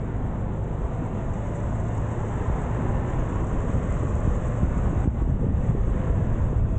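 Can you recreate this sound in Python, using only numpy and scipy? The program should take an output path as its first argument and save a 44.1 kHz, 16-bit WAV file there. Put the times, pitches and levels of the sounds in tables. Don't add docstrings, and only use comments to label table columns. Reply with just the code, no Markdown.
import sys
import numpy as np
from scipy import signal
from scipy.fft import rfft, irfft, next_fast_len
from scipy.io import wavfile
from scipy.ndimage import uniform_filter1d, map_coordinates

SR = 44100
rng = np.random.default_rng(int(sys.argv[2]) if len(sys.argv) > 2 else 0)


def gain_from_db(level_db):
    decades = np.asarray(level_db, float) / 20
    return 10 ** decades


def wrap_up_sound(samples):
    columns = np.atleast_2d(samples).T
    tamed = np.clip(columns, -1, 1)
    steps = np.round(tamed * 32767).astype(np.int16)
    wavfile.write(sys.argv[1], SR, steps)


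N = 298998

# [t/s, level/dB]
WIND_LEVEL = [
    (0, -37.5),
    (1.2, -39),
    (2.2, -42),
    (2.9, -33),
    (3.9, -30),
    (4.6, -26),
    (5.1, -32.5),
    (5.4, -23),
    (6.05, -31.5),
    (6.78, -26),
]
# [t/s, peak level/dB]
WIND_GUSTS = [(.25, -28.5), (.85, -35), (1.3, -30), (1.66, -29.5), (1.79, -27), (2.0, -27.5), (2.2, -30),
              (2.49, -20), (2.63, -33), (2.89, -23), (2.99, -26.5), (3.21, -24), (3.4, -29), (3.56, -25),
              (3.74, -25.5), (3.92, -27.5), (4.15, -23.5), (4.3, -22), (4.66, -27.5), (4.86, -29.5),
              (4.97, -21), (5.08, -37), (5.22, -23), (5.81, -20.5), (5.93, -23.5), (6.11, -19.5),
              (6.3, -22), (6.42, -17.5), (6.59, -15.5), (6.77, -23)]
# [f/Hz, level/dB]
WIND_SPECTRUM = [(7.1, -39.5), (12, -8), (43, -1), (110, -10.5), (140, -27.5), (240, -120)]
# [t/s, peak level/dB, f/Hz]
WIND_THUDS = [(0.853, -19, 59), (1.319, -18, 78.3), (2.47, -22, 60), (2.487, -14.5, 80.2),
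              (2.812, -18.5, 203), (3.763, -17.5, 179), (3.915, -17.5, 59.5), (4.055, -15.5, 103),
              (4.638, -21, 138), (5.071, -24, 91.3), (5.232, -14, 51.7), (5.325, -11.5, 90.2),
              (5.468, -14, 204), (5.505, -20, 200), (5.523, -20, 207), (5.55, -13.5, 74.6),
              (5.696, -14.5, 110), (5.703, -12.5, 137), (5.81, -13.5, 52.6), (5.922, -15, 59.7),
              (6.076, -19, 115), (6.111, -18.5, 56.5), (6.18, -14.5, 110), (6.23, -15.5, 100),
              (6.421, -13.5, 77.8), (6.564, -13.5, 78), (6.593, -15, 72.2), (6.65, -17, 110)]
# [t/s, peak level/dB, f/Hz]
COBBLE_KNOCKS = [(0.245, -23.5, 273), (0.851, -27, 360), (1.024, -21.5, 270), (2.377, -25, 360),
                 (2.412, -24.5, 267), (2.552, -32.5, 416), (2.852, -23, 362), (2.911, -25.5, 360),
                 (3.425, -21, 313), (3.55, -20, 238), (3.697, -17, 238), (4.034, -18.5, 313),
                 (4.298, -28, 269), (4.887, -25, 315), (4.932, -21.5, 273), (5.059, -17.5, 260),
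                 (5.223, -19, 313), (5.277, -24, 330), (5.433, -20.5, 414), (5.444, -21.5, 414),
                 (5.752, -17, 360), (5.882, -24, 357), (6.037, -35, 411), (6.079, -26.5, 410),
                 (6.104, -24, 360), (6.359, -24, 303), (6.531, -18.5, 360)]
# [t/s, peak level/dB]
WHEEL_DROPS = [
    (2.499, -13),
    (4.2758, -10),
    (4.631, -9),
    (5.0749, -9),
]
# [t/s, level/dB]
TREAD_LEVEL = [(0, -52), (.1, -49.5), (.4, -51), (1.3, -48), (2.3, -46), (2.7, -43), (3.1, -43.5),
               (3.6, -45), (4.1, -44.5), (4.5, -45), (5.0, -46), (5.4, -50), (5.65, -48), (5.87, -49.5),
               (6.02, -45), (6.45, -47.5), (6.78, -52)]
# [f/Hz, level/dB]
DRUM_SPECTRUM = [(32, -29.5), (55, -7), (114, 2), (251, -9.5), (285, -17), (400, -23), (520, -33),
                 (880, -120)]
# [f/Hz, level/dB]
ROAR_SPECTRUM = [(140, -22.5), (230, -4.5), (287, -4), (567, -4.5), (752, -8.5), (990, -14.5),
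                 (1500, -25.5), (1950, -49), (3300, -120)]
# [f/Hz, level/dB]
HISS_SPECTRUM = [(590, -32), (1000, -2), (1630, -9.5), (1850, -8.5), (2400, -27), (3120, -50), (5280, -120)]
# [f/Hz, level/dB]
SIZZLE_SPECTRUM = [(1240, -27.5), (2100, -4.5), (2390, -5), (2740, -2.5), (3250, -9), (3560, -9),
                   (4370, -25.5), (5200, -28.5), (6760, -59.5), (11400, -120)]
# [t/s, level/dB]
SAND_LEVEL = [(0, -70), (.55, -69), (1.3, -64.5), (1.5, -61), (2.0, -62), (2.9, -62), (3.9, -59.5),
              (4.6, -60.5), (5.0, -63), (5.15, -64.5), (5.5, -69), (5.62, -64), (5.8, -65.5), (6.15, -64),
              (6.55, -65.5), (6.65, -70), (6.78, -66.5)]
# [t/s, peak level/dB]
SAND_SPRAYS = [
    (1.34, -57),
    (1.89, -57.5),
    (1.98, -53.5),
    (2.62, -61.5),
    (3.1, -60),
    (3.2, -59.5),
    (3.47, -56),
    (3.93, -60),
    (4.78, -58.5),
]
# [t/s, peak level/dB, f/Hz]
FLUNG_GRIT = [(1.333, -43, 6730), (1.4688, -42.5, 6580), (1.5565, -46, 6970), (1.6025, -44.5, 7660),
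              (1.737, -47, 6940), (1.951, -45, 6830), (1.9685, -46, 7130), (2.112, -44.5, 7000),
              (2.3883, -47.5, 6740), (2.56, -47, 7110), (2.8935, -44, 8170), (3.1947, -40.5, 6700),
              (3.3576, -41, 6730), (3.4436, -42.5, 7400), (3.497, -42, 7280), (3.698, -45, 7600),
              (3.7338, -42, 7960), (3.86, -43.5, 7330), (3.905, -41.5, 7180), (3.924, -35, 7180),
              (3.942, -41.5, 7500), (3.9942, -44, 7540), (4.0318, -41.5, 7740), (4.1076, -44, 7400),
              (4.153, -39, 7150), (4.2043, -40, 7220), (4.4673, -44.5, 7280), (4.58, -44, 7160),
              (4.7832, -45.5, 7200), (4.9482, -44, 6570)]
# [f/Hz, level/dB]
PORT_SPECTRUM = [(4000, -68), (4800, -26), (5240, -14.5), (5900, -6), (6580, 1.5), (7330, 1), (8000, -8.5)]
# [t/s, firing f/Hz, 1st order level/dB, 8th order level/dB]
ENGINE_RUN = [(0, 26.49, -36.5, -40), (1, 26.98, -36.5, -39), (2, 27.16, -39.5, -43.5),
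              (2.4, 28.68, -35, -36.5), (3, 31.47, -40.5, -37.5), (3.4, 31.11, -37, -38),
              (4.2, 31.6, -40, -42), (4.8, 32.38, -33.5, -41), (5.5, 33, -35.5, -42.5),
              (6.2, 32.6, -40, -39.5), (6.78, 32.06, -52.5, -48)]
# [t/s, f/Hz, level/dB]
PANEL_HUM = [(0, 103, -39), (.5, 102, -33), (.75, 104, -38), (1.2, 105, -35), (1.35, 106, -42),
             (1.47, 108, -30), (2.2, 108.5, -31), (2.4, 108, -41), (2.62, 109, -36), (2.77, 110, -28.5),
             (2.95, 113, -37), (3.2, 113, -60)]
# [t/s, f/Hz, level/dB]
CAVITY_RING = [
    (0, 924, -51),
    (1.5, 942.4, -47),
    (2.5, 958, -42.5),
    (3.2, 990, -41),
    (3.8, 1093, -45),
    (5, 1137, -48.5),
    (5.4, 1099, -63.5),
    (6.78, 1054, -73),
]
# [t/s, depth/dB]
GAIN_DIPS = [(1.92, 0.5), (2.52, -2), (3.43, 1.5), (4.645, 1), (4.84, -2.5), (5.045, 10), (5.085, 5.5),
             (5.22, 5), (5.31, 5.5), (5.43, 2), (5.5, 3.5), (5.708, 2.5), (5.79, 2), (6.11, 1), (6.5, 2.5),
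             (6.6, 4.5)]
# [f/Hz, level/dB]
RESAMPLER_RESPONSE = [(7000, -0.5), (8000, 3), (8600, -12.5), (9200, -28.5), (9800, -50.5), (11000, -90)]

GUST_HALF_S, JOLT_HALF_S, SPRAY_HALF_S = 0.037, 0.022, 0.0041
THUD_HALF_CYCLES, KNOCK_HALF_CYCLES = 0.64, 0.76
BUMP_START_HZ, BUMP_END_HZ, BUMP_SAG_S, BUMP_T60_S, BUMP_SOFT_S = 307, 60, 0.0027, 0.13, 0.0014
DRUM_DB, DRUM_DB_PER_HZ = -31, 0.63
JOLT_DB, JOLT_MIN_HZ = -10.5, 85
ROAD_REF_DB, ROAR_DB, SIZZLE_DB = -45, -35, -59
ROAR_DB_PER_DB, SIZZLE_DB_PER_DB, SIZZLE_DB_PER_SAND_DB = 0.42, 0.51, 0.15
TICK_SHARE = 0.3
DUCK_ATTACK_S, DUCK_RELEASE_S = 0.02, 0.05
DUCK_BASS, DUCK_ROAR = 0.4, 0.91


def wind():
    flutter = coloured(rng.standard_normal(N), WIND_SPECTRUM)
    level_db = curves(WIND_LEVEL)[0]
    return swells(level_db, WIND_GUSTS, GUST_HALF_S) * even(flutter, seconds=0.36)


def pops():
    out, left = np.zeros(N + SR), np.ones(N + SR)
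    events = [(*k, KNOCK_HALF_CYCLES) for k in COBBLE_KNOCKS]
    events += [(*k, THUD_HALF_CYCLES) for k in WIND_THUDS]
    for s, db, hz, cycles in events:
        half = int(3 * cycles / hz * SR)
        start = round(s * SR) - half
        u = np.arange(-half, half) / SR * hz
        shape = np.exp(-(u / cycles) ** 2)
        out[start:][:len(u)] += gain_from_db(db) * shape * np.cos(2 * np.pi * u + 0.8)
        masking = np.clip(0.73 * gain_from_db(0.65 * (db + 11.5)), 0, 0.9)
        left[start:][:len(u)] *= 1 - masking * shape ** 0.4
    return out[:N], left[:N]


def bumps():
    out, t = np.zeros(N + SR), np.arange(SR // 8) / SR
    sag = BUMP_SAG_S * (1 - np.exp(-t / BUMP_SAG_S))
    turns = BUMP_END_HZ * t + (BUMP_START_HZ - BUMP_END_HZ) * sag
    for s, db in WHEEL_DROPS:
        out[round(s * SR):][:len(t)] += gain_from_db(db - 60 * t / BUMP_T60_S) * np.sin(2 * np.pi * turns)
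    size = round(BUMP_SOFT_S * SR)
    out = np.convolve(out, np.hanning(size) * 2 / size, "same")
    t = np.arange(N) / SR
    left = np.prod([1 - 0.75 * np.exp(-((t - s - 0.01) / 0.035) ** 2) for s, db in WHEEL_DROPS], axis=0)
    return out[:N], left


def tyres(left, stones, duck):
    speed_hz, hiss_db = curves(ENGINE_RUN)[0], curves(TREAD_LEVEL)[0]
    jolts = [(s, db + JOLT_DB) for s, db, hz in COBBLE_KNOCKS + WIND_THUDS if hz > JOLT_MIN_HZ]
    jolts += [(s, db + JOLT_DB) for s, db in WHEEL_DROPS]
    drumming = swells(DRUM_DB + DRUM_DB_PER_HZ * (speed_hz - speed_hz[0]), jolts, JOLT_HALF_S)
    drum = coloured(mixed(impacts(rate=70, spread_db=0), share=0.14), DRUM_SPECTRUM)
    drum = drumming * even(drum, seconds=0.06)

    roar = coloured(mixed(impacts(rate=300, spread_db=3.5), share=0.053), ROAR_SPECTRUM)
    roar = even(streaky(roar, depth_db=2.5), seconds=0.033)
    roar_db = ROAR_DB + ROAR_DB_PER_DB * (hiss_db - ROAD_REF_DB)
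    roar = gain_from_db(roar_db + 0.093 * stones) * roar

    tread = streaky(mixed(impacts(rate=1100, spread_db=2.5), share=0.052), depth_db=1.5)
    hiss = gain_from_db(hiss_db + 0.82 * stones) * even(coloured(tread, HISS_SPECTRUM), seconds=0.068)
    sizzle_db = SIZZLE_DB + SIZZLE_DB_PER_DB * (hiss_db - ROAD_REF_DB)
    sizzle_db = sizzle_db + SIZZLE_DB_PER_SAND_DB * (curves(SAND_LEVEL)[0] + 62.5)
    sizzle = gain_from_db(sizzle_db + 0.62 * stones) * coloured(tread, SIZZLE_SPECTRUM)
    return left * duck ** DUCK_BASS * drum + duck ** DUCK_ROAR * roar + duck * (hiss + sizzle)


def grit(stones):
    clumps = gain_from_db(1.5 * wobble(45) + 0.46 * wobble(13))
    pings = unit(clumps * grains(count=7000, centre_hz=7280, scatter=0.09, cycles=5.0, spread_db=1.0))
    noise = coloured(rng.standard_normal(N), PORT_SPECTRUM)
    bed = np.sqrt(TICK_SHARE) * pings + np.sqrt(1 - TICK_SHARE) * noise
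    level = swells(curves(SAND_LEVEL)[0], SAND_SPRAYS, SPRAY_HALF_S)
    out, t = np.zeros(N + SR), np.arange(SR // 200) / SR
    out[:N] = level * gain_from_db(2.56 + 0.5 * stones + 0.86 * wobble(30)) * bed
    first = np.exp(-((t - 0.001) / 0.00052) ** 2)
    bounce = 0.53 * np.exp(-((t - 0.0029) / 0.00045) ** 2)
    for s, db, hz in FLUNG_GRIT:
        out[round(s * SR):][:len(t)] += gain_from_db(db - 4.5) * (first + bounce) * np.sin(2 * np.pi * hz * t)
    return out[:N]


def engine():
    hz, first_db, eighth_db = curves(ENGINE_RUN)
    turn = 2 * np.pi * np.cumsum(hz * (1 + 0.0016 * wobble(6))) / SR
    order_db = {1: first_db, 2: first_db + 0.96, 6: first_db - 9.5, 8: eighth_db - 5.5, 12: eighth_db - 11.5}
    firing = sum(gain_from_db(db + wobble(7)) * np.sin(k * turn) for k, db in order_db.items())
    panel_hz, panel_db = curves(PANEL_HUM)
    panel_turn = 2 * np.pi * np.cumsum(panel_hz + 0.36 * wobble(5)) / SR
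    panel = gain_from_db(panel_db + 0.6 * wobble(10)) * np.sin(panel_turn)
    return np.sqrt(2) * (firing + panel)


def cavity_ring():
    hz, level_db = curves(CAVITY_RING)
    turn = 2 * np.pi * np.cumsum(hz) / SR
    return gain_from_db(level_db) * (wobble(220) * np.sin(turn) + wobble(120) * np.sin(turn / 2))


def ducking():
    dip_db = np.zeros(N)
    for s, db in GAIN_DIPS:
        u = np.maximum(np.arange(N) / SR - s, 0)
        dip_db += 1.45 * db * (1 - np.exp(-u / DUCK_ATTACK_S)) * np.exp(-u / DUCK_RELEASE_S)
    return gain_from_db(-dip_db)


def impacts(rate, spread_db):
    draw = rng.random((N, 3))
    size = gain_from_db(-spread_db * np.log(draw[:, 1] + 1e-4))
    return unit((draw[:, 0] < rate / SR) * size * np.sign(draw[:, 2] - 0.5))


def mixed(knocks, share):
    return np.sqrt(share) * knocks + np.sqrt(1 - share) * rng.standard_normal(N)


def grains(count, centre_hz, scatter, cycles, spread_db):
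    draw, k = rng.random((count, 2)), np.arange(96)
    hz = centre_hz * np.exp(scatter * np.clip(rng.standard_normal((count, 1)), -2, 2))
    u = (k - 48) / SR * hz
    level = gain_from_db(-spread_db * np.log(draw[:, 1:] + 0.01))
    pings = level * np.exp(-(u / cycles) ** 2) * np.sin(2 * np.pi * u)
    places = (draw[:, :1] * N).astype(int) + k
    return unit(np.bincount(places.ravel(), pings.ravel(), N + 96)[:N])


def streaky(x, depth_db):
    z = signal.stft(x, nperseg=2048)[2]
    field = uniform_filter1d(rng.standard_normal(z.shape), size=2, axis=0)
    field = uniform_filter1d(field, size=14, axis=1)
    return unit(signal.istft(z * gain_from_db(depth_db * unit(field)), nperseg=2048)[1][:N])


def swells(steady_db, rows, half_s):
    t = np.arange(N) / SR
    power = sum(gain_from_db(db) ** 2 * np.exp(-((t - s) / half_s) ** 2) for s, db in rows)
    return np.sqrt(gain_from_db(steady_db) ** 2 + power)


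def coloured(x, spectrum):
    m = next_fast_len(N + 8192)
    hz, db = np.transpose(spectrum)
    gain = gain_from_db(np.interp(np.log(np.fft.rfftfreq(m, 1 / SR) + 1), np.log(hz + 1), db))
    return unit(irfft(rfft(x, m) * gain, m)[:N])


def even(x, seconds):
    size = int(seconds * SR)
    power = uniform_filter1d(uniform_filter1d(x * x, size), size)
    return unit(x / np.sqrt(np.abs(power) + 0.055))


def wobble(rate):
    knots = rng.standard_normal(int(N * rate / SR) + 4)
    return map_coordinates(knots, [np.arange(N) * rate / SR])


def curves(rows):
    s, *cols = np.transpose(rows)
    return [np.interp(np.arange(N) / SR, s, c) for c in cols]


def unit(x):
    return x / np.sqrt(np.mean(x ** 2) + 1e-20)


def scene():
    (knocks, left), (thumps, spared) = pops(), bumps()
    left = left * spared
    stones = wobble(20)
    duck = ducking()
    low = knocks + thumps + left * duck ** DUCK_BASS * wind()
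    road = tyres(left, stones, duck) + duck * grit(stones)
    drive = duck ** DUCK_ROAR * (engine() + cavity_ring())
    return (low + road + drive)[None]


def band_limit(x):
    return signal.sosfilt(signal.butter(12, 9410, fs=SR, output="sos"), x)


def record(dry):
    held = dry / (1 + np.abs(dry / 0.45) ** 4) ** (1 / 4)
    m = 441 * 720
    fold = m * 8000 // SR
    z = rfft(held, m)
    z[:, fold + 1:2 * fold + 1] = np.conj(z[:, fold - 1::-1])
    z[:, 2 * fold:] = 0
    hz, db = np.transpose(RESAMPLER_RESPONSE)
    gain = gain_from_db(np.interp(np.fft.rfftfreq(m, 1 / SR), hz, db))
    raised = irfft(z * gain, m)[:, :N]
    return band_limit(raised)


dry = scene()
out = record(dry)
wrap_up_sound(out)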